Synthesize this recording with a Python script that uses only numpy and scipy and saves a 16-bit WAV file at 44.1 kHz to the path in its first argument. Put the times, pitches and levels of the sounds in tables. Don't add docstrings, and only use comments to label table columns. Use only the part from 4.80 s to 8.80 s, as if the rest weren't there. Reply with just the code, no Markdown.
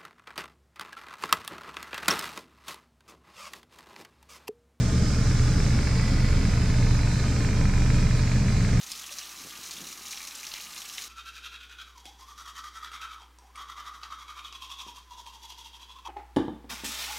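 import sys
import numpy as np
from scipy import signal
from scipy.fft import rfft, irfft, next_fast_len
from scipy.io import wavfile
from scipy.ndimage import uniform_filter1d, map_coordinates

SR = 44100
rng = np.random.default_rng(int(sys.argv[2]) if len(sys.argv) > 2 else 0)


def digitize_waveform(pressure):
    field = np.atleast_2d(pressure).T
    bounded = np.clip(field, -1, 1)
    quanta = np.round(bounded * 32767).astype(np.int16)
    wavfile.write(sys.argv[1], SR, quanta)


N = 176400
T = np.arange(N) / SR


def amp(db):
    return 10 ** (np.asarray(db) / 20)


def unit(x):
    return x / np.sqrt(np.mean(x ** 2) + 1e-20)


def gain_at(points, hz):
    freq_hz, gain_db = np.transpose(points)
    return amp(np.interp(np.log(hz + 1), np.log(freq_hz + 1), gain_db))


def curve(points):
    return np.interp(T, *np.transpose(points))


def wobble(knots_per_s):
    return map_coordinates(rng.standard_normal(256), [T * knots_per_s], mode="wrap")


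def panned(x, left_db):
    return x * amp([[left_db / 2], [-left_db / 2]])


def minimum_phase(colour, size=2048):
    cepstrum = irfft(np.log(gain_at(colour, np.fft.rfftfreq(size, 1 / SR))))
    cepstrum[1:size // 2] *= 2
    cepstrum[size // 2 + 1:] = 0
    return irfft(np.exp(rfft(cepstrum)))


def hum(turns, partials, waver_db):
    total = np.zeros(N)
    for order, level_db in partials:
        peak = np.sqrt(2) * amp(level_db + waver_db * wobble(4.975))
        total += peak * np.sin(2 * np.pi * (order * turns + rng.random()))
    return total


def slow_machine(turns):
    partials = [(1, -43), (2, -45), (3, -30), (4, -37.5), (6, -37)]  # order, level_db
    return panned(hum(turns, partials, waver_db=-0.5), left_db=-0.2)


def fast_machine(turn_hz=29.56):
    partials = [(1, -26.3), (2, -34), (6, -39)]  # order, level_db
    swell = [(0, -7), (.5, 1.5), (1.1, 1), (1.45, 0.5), (2.1, 2), (2.48, -3.5), (2.95, 3.5), (3.45, -2.5),
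             (4, -0.5)]
    return panned(amp(curve(swell)) * hum(turn_hz * T, partials, waver_db=-1.5), left_db=-1.4)


def mains(line_hz=60.06):
    partials = [(2, -27.5)]  # order, level_db
    swell = [(0, 1.5), (.4, 1.5), (.6, 3.5), (.85, -2.5), (1.1, -0.5), (1.8, -0.5), (2.1, 3.5),
             (2.43, -0.5), (2.9, -1), (3.15, 3), (3.5, 1), (4, 2)]
    return panned(amp(curve(swell)) * hum(line_hz * T, partials, waver_db=0.7), left_db=-0.2)


def tick_train(turns, at_turn, strength, jitter_s=.0002, scatter_db=1):
    accents = [(.18, 4), (.59, 3.5), (.68, 3.5), (.8, 3), (.99, 3), (1.07, 4.5), (1.2, 4), (1.28, 2.5),
               (1.49, 2.5), (1.65, 3.5), (1.82, 3), (1.94, 2.5), (2.11, 3), (2.19, 3.5), (2.65, 3),
               (2.81, 2), (2.94, 2.5), (3.1, 2.5), (3.31, 3.5), (3.52, 2), (3.68, 3.5), (3.85, 2.5)]
    starts = np.flatnonzero(np.diff(np.floor(turns - at_turn)))
    force, late = rng.standard_normal((len(starts), 2)).T
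    accent_db = sum(db * (abs(starts / SR - time_s) < .008) for time_s, db in accents)
    force_db = curve(strength)[starts] + accent_db + scatter_db * np.clip(force, -2, 1)
    jittered = starts + np.round(late * jitter_s * SR).astype(int)
    blows = np.zeros(N)
    blows[np.clip(jittered, 0, N - 1)] = amp(force_db)
    return blows


def cabin_ticks(blows, t60_s=.06, tail_db=-2):
    colour = [(200, -15), (800, -1), (1300, 3.5), (1800, 9.5), (2400, 7), (2750, 0.5), (3100, -18),
              (12000, -41)]
    walls = [(.00184, -10.5), (.0043, -13)]
    tick = minimum_phase(colour)
    direct = signal.fftconvolve(blows, tick)[:N]
    early = sum(amp(db) * np.interp(T - delay_s, T, direct) for delay_s, db in walls)
    decay = amp(-60 * T[:SR // 4] / t60_s)
    envelope = signal.fftconvolve(blows, decay / np.linalg.norm(decay))[:N]
    tail = signal.fftconvolve(envelope * rng.standard_normal((2, N)), tick[None], axes=1)[:, :N]
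    return direct + early + amp(tail_db) * tail


def ticking(turns):
    main = [(0, -35), (.6, -27), (.8, -12), (3, -10.5), (4, -10.5)]  # time_s, strength_db
    second = [(0, -20), (.5, -13), (1.1, -15), (2.2, -19), (4, -15)]  # time_s, strength_db
    return (cabin_ticks(tick_train(turns, at_turn=.856, strength=main))
            + cabin_ticks(tick_train(turns, at_turn=.345, strength=second)))


def air(response, ripple_db, size=2048, ripple_fade_hz=11000, max_boost_db=7.5):
    spread = [(50, -20), (125, -21.5), (200, -46), (300, -13.5), (600, -10.5), (1200, -4), (2200, -20),
              (4000, -9.5), (5500, -2.5), (7500, 0), (12000, -0.5)]
    balance = [(120, -1), (300, 2), (700, -0.5), (1500, -2.5), (2400, -1.5), (4500, -2), (5800, -5),
               (7300, -5), (8300, -0.5), (12000, -.3)]
    hz, _, noise = signal.stft(rng.standard_normal((2, N)), SR, nperseg=size)
    hz = hz[:, None]
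    width_rad = np.arctan(gain_at(spread, hz))
    mid, side = noise[0] * np.cos(width_rad), noise[1] * np.sin(width_rad)
    lean = np.sqrt(gain_at(balance, hz))
    stereo = np.array([(mid + side) * lean, (mid - side) / lean])
    ripple = uniform_filter1d(rng.standard_normal(noise.shape), size=3, axis=1)
    ripple = unit(uniform_filter1d(ripple, size=32, axis=2, mode="wrap"))
    depth_db = ripple_db / (1 + (hz / ripple_fade_hz) ** 4)
    spectrum = stereo * response(hz) * amp(np.minimum(depth_db * ripple, max_boost_db))
    return unit(signal.istft(spectrum, nperseg=size)[1][:, :N])


def air_band(centre_hz, half_width_hz):
    return air(lambda hz: 1 / (1 + ((hz - centre_hz) / half_width_hz) ** 4), ripple_db=1.0, size=8192)


def fans(rumble_db=-27.5, surge_db=1, rush_db=-41.5):
    rumble_shape = [(10, -35), (20, -18), (44, -20), (62, -9.5), (85, 2), (110, -0.5), (135, -4), (175, -7),
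                    (215, -5.5), (245, -11.5), (285, -7.5), (330, -18.5), (365, -20.5), (430, -14),
                    (500, -22), (600, -21), (720, -32), (1000, -75)]
    rush_shape = [(380, -23), (650, 4), (723, 0.5), (960, 2.5), (1050, 1.5), (1130, 0.5), (1220, 2),
                  (1380, 2.5), (2190, -4), (2400, 0.5), (2950, -13), (3200, -21), (4160, -28), (7040, -120)]
    hiss_shape = [(1760, -31), (3000, -5.5), (3790, -4.5), (4000, -2), (4320, -2.5), (4990, -1),
                  (5650, -2.5), (7850, -5.5), (11400, -22), (15500, -28)]
    hiss_level = [(0, -40), (.2, -39.5), (3.3, -41), (4, -40.5)]  # time_s, level_db
    rumble_gain = amp(rumble_db + surge_db * wobble(5.72))
    rumble = rumble_gain * air(lambda hz: gain_at(rumble_shape, hz), ripple_db=0)
    rush = amp(rush_db) * air(lambda hz: gain_at(rush_shape, hz), ripple_db=4)
    hiss_gain = amp(curve(hiss_level) + 0.44 * wobble(14))
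    hiss = hiss_gain * air(lambda hz: gain_at(hiss_shape, hz), ripple_db=5.3)
    return rumble + rush + hiss


def cabin_boom():
    level = [(0, -41), (.2, -30.5), (.35, -39), (.7, -31.5), (1.1, -41.5), (2.2, -34), (2.45, -38),
             (2.8, -32.5), (4, -30)]
    return amp(curve(level)) * air_band(centre_hz=172.5, half_width_hz=37)


def fan_whistles():
    tones = [(887, -63), (1050, -59)]  # pitch_hz, level_db
    whistles = [(794.6, 7.5, -58), (1240, 20.5, -52.5), (1488, 14, -59), (1746, 22, -56), (2174, 26, -55.5)]  # centre_hz, half_width_hz, level_db
    motors = sum(hum(hz * T + 0.12 * wobble(7.6), [(1, db)], waver_db=2.4) for hz, db in tones)
    return motors + sum(amp(db) * air_band(hz, half_width_hz) for hz, half_width_hz, db in whistles)


def passing_resonances():
    swells = [(.29, .16, 5080, 520, -44.5), (.75, .7, 5300, 800, -50.5), (1.45, 1.3, 4960, 130, -50),
              (.72, .11, 1380, 50, -52), (1.35, .45, 1975, 90, -48.5), (1.5, .55, 2230, 220, -50),
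              (1.25, .22, 4700, 1200, -47.5), (2.28, .36, 4040, 80, -48.5), (3.3, 1, 2410, 110, -50.5)]
    total = np.zeros((2, N))
    for peak_s, half_length_s, centre_hz, width_hz, level_db in swells:
        envelope = np.exp(-((T - peak_s) / half_length_s) ** 2)
        total += amp(level_db) * envelope * air_band(centre_hz, width_hz / 2)
    return total


def scene():
    speed = [(0, 24.11), (1.2, 24.11), (2.2, 24.14), (4, 24.14)]
    turns = np.cumsum(curve(speed)) / SR
    machines = slow_machine(turns) + fast_machine() + mains() + ticking(turns)
    return machines + fans() + cabin_boom() + fan_whistles() + passing_resonances()


def record(dry, cutoff_hz=15700):
    size = next_fast_len(N + SR // 2)
    passband = np.fft.rfftfreq(size, 1 / SR) < cutoff_hz
    return irfft(rfft(dry, size) * passband, size)[..., :N]


dry = scene()
out = record(dry)
digitize_waveform(out)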